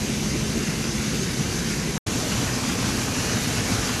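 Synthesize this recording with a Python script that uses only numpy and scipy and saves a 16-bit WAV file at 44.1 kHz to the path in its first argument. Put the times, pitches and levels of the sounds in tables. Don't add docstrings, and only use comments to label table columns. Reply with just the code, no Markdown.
import sys
import numpy as np
from scipy import signal
from scipy.fft import rfft, irfft
from scipy.io import wavfile
from scipy.ndimage import uniform_filter1d, map_coordinates

SR = 44100
rng = np.random.default_rng(int(sys.argv[2]) if len(sys.argv) > 2 else 0)


def output_pcm(signal):
    pcm = np.clip(np.atleast_2d(signal).T, -1, 1) * 32767
    wavfile.write(sys.argv[1], SR, np.round(pcm).astype(np.int16))


N = 176400
SILENCE_START_S, SILENCE_END_S, FADE_IN_S = 1.9795, 2.062, 0.0058
TOP_HZ = 12080

# pitch_hz, gain_db
FIRST_RUSH_TONE = [(400, -12), (700, -7), (980, -1.5), (1250, -3), (1650, -2), (2100, -2), (2800, -3.5),
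                   (3250, -7), (3900, -5), (4400, -5.5), (4800, -3), (5200, -4.5), (5900, -2), (6450, -1),
                   (6800, -5), (7500, -7), (8300, -12), (9200, -12), (10500, -12.5), (12000, -13.5)]
SECOND_RUSH_TONE = [(400, -19), (700, -4.5), (1000, 0), (1400, -1.4), (1900, -2.5), (2800, -2.5),
                    (3400, -4.5), (4200, -3), (4800, -2.5), (5200, -2.8), (6000, 0), (6600, -2),
                    (7400, -4.5), (8500, -11), (9600, -9), (10400, -11), (12000, -10.7)]
# time_s, gain_db
FIRST_RUSH_LEVEL = [(0, -37.5), (.3, -38.5), (.46, -39), (.7, -38.5), (1.02, -38.5), (1.2, -38.5),
                    (1.55, -38), (1.76, -37.5), (1.97, -39.5)]
SECOND_RUSH_LEVEL = [(2.07, -35), (2.23, -34.5), (2.38, -34), (2.52, -35), (2.8, -34), (3.1, -34.5),
                     (3.34, -33.5), (3.55, -33.5), (3.8, -34), (4, -33.5)]
# time_s, gain_db
RUSH_BODY = [(0, -3), (.25, -2), (.6, -1.1), (.9, -2), (1.35, 0.1), (1.7, -1.9), (1.97, 1.2), (2.07, 1),
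             (2.25, -2.5), (2.4, 1.1), (2.8, 0.5), (3.1, 0.3), (3.4, 0.5), (3.75, 2.2), (4, -0.3)]
# pitch_hz, gain_db
FIRST_ROAR_TONE = [(11, -51), (18, -40), (48, -6), (107, -7.5), (142, 0), (189, -5), (218, 1.5), (251, -8),
                   (304, -8), (385, -10), (452, -13), (800, -27.5), (1040, -37), (1760, -120)]
SECOND_ROAR_TONE = [(11, -56), (18, -18), (42, -12), (108, -2), (146, -4.5), (185, -4.5), (255, -2.5),
                    (314, -9.5), (345, -8), (373, -12.5), (438, -10), (538, -15.5), (601, -14),
                    (800, -22.5), (1040, -30), (1760, -120)]
# time_s, gain_db
MACHINE_LEVEL = [(0, 0), (.25, 0), (.45, 1.5), (.65, -0.7), (.98, -.5), (1.2, 0.2), (1.33, -0.5),
                 (1.62, -.5), (1.85, -0.7), (2.15, 0), (2.45, -0.5), (2.65, -1.5), (2.85, 1), (3.03, -1),
                 (3.35, -0.1), (3.73, -0.1), (4, -2)]
# peak_time_s, pitch_hz, peak_level_db
RUMBLE_SURGES = [(.135, 220, -23), (.263, 217, -27), (.355, 339, -28), (.405, 62, -29), (.459, 145, -25),
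                 (.563, 229, -22), (.635, 219, -26), (0.692, 158, -27), (0.886, 150, -24), (.99, 60, -26),
                 (1.083, 215, -24.5), (1.199, 195, -24), (1.21, 393, -29), (1.402, 150, -21.5),
                 (1.454, 150, -28.5), (1.679, 155, -27), (1.782, 146, -23.5), (1.84, 166, -25),
                 (1.89, 403, -31.5), (2.076, 111, -25.5), (2.16, 245, -29), (2.316, 232, -27),
                 (2.389, 114, -21.5), (2.426, 254.3, -26.5), (2.476, 111, -25), (2.544, 245, -28.5),
                 (2.689, 225, -24), (2.79, 265, -24.5), (2.823, 126, -22), (2.89, 205, -25.5),
                 (2.96, 242, -28.5), (3.171, 253, -21.5), (3.27, 215, -22.5), (3.343, 118, -27),
                 (3.379, 228, -23), (3.42, 119, -25), (3.591, 109, -25), (3.729, 194, -23.5),
                 (3.735, 104, -25), (3.8, 66, -26)]
# pitch_hz, first_bag_gain_db, second_bag_gain_db
HUM_NOTES = [(59.3, -41.5, -43), (120, -59, -40.5), (223.8, -42.5, -40.5), (251.7, -45.5, -42.5)]
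# time_s, gain_db
PATTER_LEVEL = [(2.07, -6), (2.28, -6), (2.34, 3), (2.45, -1), (2.54, -0.5), (4, 0)]
# pitch_hz, gain_db
RUSTLE_TONE = [(1200, -17), (1600, -2.5), (1850, -3.5), (2100, -1.5), (2400, -11), (2700, -2), (3200, -12)]
# time_s, level_db
RUSTLE_LEVEL = [(.42, -62), (.58, -42), (.65, -41), (.69, -36.5), (.74, -43), (.82, -64)]
# time_s, delay_ms, gain (0 to 1)
ARM_ECHO = [(0, 0.32, 0), (.15, 0.32, 0.3), (.35, .42, 0.04), (.65, 0.48, 0), (.92, 0.28, 0.07),
            (1.12, .68, .2), (1.4, 0.5, 0.07), (1.6, 0.77, 0.07), (1.8, 0.4, 0.18), (2.07, 0.24, 0.04),
            (2.3, 0.25, 0), (2.48, 1.07, .08), (2.68, 0.82, 0.22), (2.95, 0.73, 0.06), (3.2, 0.69, 0.03),
            (3.36, 0.61, 0.1), (3.5, 0.38, 0.17), (3.7, 0.5, 0.07), (4, 0.71, 0.2)]
# middle_s, half_length_s, pitch_hz, gain_db
RINGS_AND_HOLLOWS = [(.62, .07, 6350, 2), (.68, 0.16, 3450, -3), (1.21, .05, 6500, 4),
                     (1.32, .06, 8300, -4), (1.43, .05, 5950, 6), (1.622, 0.057, 1650, 5),
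                     (2.12, 0.1, 3380, 2.5), (2.378, .07, 5900, 4.5), (2.72, 0.12, 4250, -2),
                     (3.22, 0.099, 2800, 5.5), (3.3, .2, 3440, -2), (3.34, .07, 6150, 4.5),
                     (3.33, 0.1, 1850, 4.5), (3.7, .1, 3100, -2), (3.58, 0.043, 2680, 4.5),
                     (3.77, 0.055, 1360, 5.5), (3.97, .1, 2770, 3.5)]


def flake_rush(tone, level, boost_db):
    ticks = hall(impacts(per_s=9000, spread_db=3) * rng.choice([-1, 1], N))
    tick_share, body_top_hz = 0.32, 2190
    flow = np.sqrt(tick_share) * ticks + np.sqrt(1 - tick_share) * rng.standard_normal(N)
    flow = unit(shape_tone(flow, tone))
    flow = flow + (gain(curve(RUSH_BODY)) - 1) * low_pass(flow, body_top_hz)
    out = 0
    for hz in (1000, 2000, 4000, 8000):
        low = low_pass(flow, hz)
        out = out + low * gain(0.66 * wander(rate_hz=25))
        flow = flow - low
    surge_db = 0.4 * wander(rate_hz=15)
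    return (out + flow) * gain(boost_db + curve(level) + surge_db)


def fan_roar(tone):
    air = rng.standard_normal(N) * gain(1.06 * wander(rate_hz=26))
    air = shape_tone(air, tone)
    power = uniform_filter1d(air ** 2, int(0.099 * SR))
    return gain(-27) * unit(air / power ** 0.495)


def rumble_surges(rise_s=0.015, fall_s=0.022):
    t, out = np.arange(N) / SR, np.zeros(N)
    drift = np.cumsum(9.01 * wander(rate_hz=30)) / SR
    for (peak_s, hz, db), phase in zip(RUMBLE_SURGES, rng.random(len(RUMBLE_SURGES))):
        near = np.abs(t - peak_s) < 4 * fall_s
        age = t[near] - peak_s
        swell = np.exp(-(age / np.where(age < 0, rise_s, fall_s)) ** 2)
        out[near] += gain(db) * swell * np.sin(2 * np.pi * (hz * age + drift[near] + phase))
    return out


def machine_hum(stray_hz=3.24, waver_db=2):
    out = np.zeros((2, N))
    for hz, first_db, second_db in HUM_NOTES:
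        phase = 2 * np.pi * np.cumsum(hz + stray_hz * wander(rate_hz=12)) / SR
        note = unit(np.sin(phase) * gain(waver_db * wander(rate_hz=6.9)))
        out += gain([[first_db], [second_db]]) * note
    return out


def flake_patter():
    taps = bursts(impacts(per_s=260, spread_db=3), decay_s=0.0015)
    return gain(-40 + curve(PATTER_LEVEL)) * unit(band_pass(taps, hz=1110, octaves=2.3))


def hand_rustle():
    scrapes = bursts(impacts(per_s=800, spread_db=0), decay_s=0.0029)
    return unit(shape_tone(scrapes, RUSTLE_TONE)) * gain(curve(RUSTLE_LEVEL))


def air_valves():
    puffs = bursts(impacts(per_s=100, spread_db=3.5), decay_s=0.004)
    return gain(-43) * hall(band_pass(puffs, hz=2240, octaves=2.65))


def close_echoes(x, fold_ms=1.3, sway_ms=0.1):
    arm = np.array(ARM_ECHO)
    arm_ms, arm_gain = curve(arm[:, [0, 1]]), curve(arm[:, [0, 2]])
    out = x + arm_gain * delay(low_pass(x, hz=4500, order=2), arm_ms)
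    for fold in (1, 2, 3):
        out = out + gain(-20) * delay(x, fold_ms * fold + sway_ms * wander(rate_hz=3.8))
    return out


def rings_and_hollows(x, width_hz=170):
    t, f = np.arange(N) / SR, np.arange(N // 2 + 1) * SR / N
    out, spectrum = x, rfft(x)
    for middle_s, half_length_s, hz, db in RINGS_AND_HOLLOWS:
        part = irfft(spectrum * np.exp(-((f - hz) / width_hz) ** 2), N)
        swell = np.exp(-((t - middle_s) / half_length_s) ** 2)
        out = out + part * (gain(db * swell) - 1)
    return out


def shimmer(x, width_hz=500, flicker_db=1):
    f, spectrum = np.arange(N // 2 + 1) * SR / N, rfft(x)
    out = 0
    for hz in np.arange(0, TOP_HZ + 2 * width_hz, width_hz):
        part = irfft(spectrum * np.maximum(1 - np.abs(f - hz) / width_hz, 0), N)
        out = out + part * unit(gain(flicker_db * wander(rate_hz=16)))
    return out


def hall(x, ring_s=0.75):
    t = np.arange(SR) / SR
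    tail = rng.standard_normal(SR) * np.exp(-np.log(1000) * t / ring_s)
    echoes = signal.fftconvolve(x, tail / np.linalg.norm(tail))[:N]
    return unit(x + gain(-2.5) * echoes)


def impacts(per_s, spread_db):
    return (rng.random(N) < per_s / SR) * gain(spread_db * np.minimum(rng.exponential(size=N), 4))


def bursts(clicks, decay_s):
    energy = signal.lfilter([1], [1, -np.exp(-2 / (decay_s * SR))], clicks ** 2)
    return np.sqrt(energy) * rng.standard_normal(N)


def shape_tone(x, points):
    f = np.maximum(np.arange(N // 2 + 1) * SR / N, 1)
    hz, db = np.array(points).T
    edge_fade = np.minimum(f / hz[0], 1) ** 2 * np.minimum(hz[-1] / f, 1) ** 2
    return irfft(rfft(x) * edge_fade * gain(np.interp(np.log(f), np.log(hz), db)), N)


def band_pass(x, hz, octaves):
    edges = [hz / 2 ** (octaves / 2), hz * 2 ** (octaves / 2)]
    return signal.sosfilt(signal.butter(2, edges, "band", fs=SR, output="sos"), x)


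def low_pass(x, hz, order=3):
    return signal.sosfiltfilt(signal.butter(order, hz, fs=SR, output="sos"), x)


def delay(x, ms):
    return map_coordinates(x, [np.arange(N) - ms * SR / 1000], order=3, mode="mirror")


def wander(rate_hz):
    f = np.arange(N // 2 + 1) * SR / N
    return unit(irfft(rfft(rng.standard_normal(N)) / (1 + (2 * f / rate_hz) ** 4), N))


def curve(rows):
    return np.interp(np.arange(N) / SR, *np.array(rows).T)


def gain(db):
    return 10 ** (np.asarray(db) / 20)


def unit(x):
    return x / np.sqrt(np.mean(x ** 2))


def scene():
    t = np.arange(N) / SR
    at_first = t < SILENCE_START_S
    at_second = np.clip((t - SILENCE_END_S) / FADE_IN_S, 0, 1) ** 2
    first_hum, second_hum = machine_hum()
    machine = at_first * (fan_roar(FIRST_ROAR_TONE) + first_hum)
    machine += at_second * (fan_roar(SECOND_ROAR_TONE) + second_hum)
    first_flakes = flake_rush(FIRST_RUSH_TONE, FIRST_RUSH_LEVEL, boost_db=7.5)
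    second_flakes = flake_rush(SECOND_RUSH_TONE, SECOND_RUSH_LEVEL, boost_db=5) + flake_patter()
    flakes = np.where(at_first, first_flakes, second_flakes)
    hiss = rings_and_hollows(close_echoes(flakes + air_valves()))
    sorting = rumble_surges() + hand_rustle() + shimmer(hiss)
    mono = machine * gain(curve(MACHINE_LEVEL)) + sorting * (at_first + at_second)
    return np.array([mono, mono])


def record(dry):
    return signal.sosfilt(signal.ellip(12, .1, 80, TOP_HZ, fs=SR, output="sos"), dry)


dry = scene()
out = record(dry)
output_pcm(out)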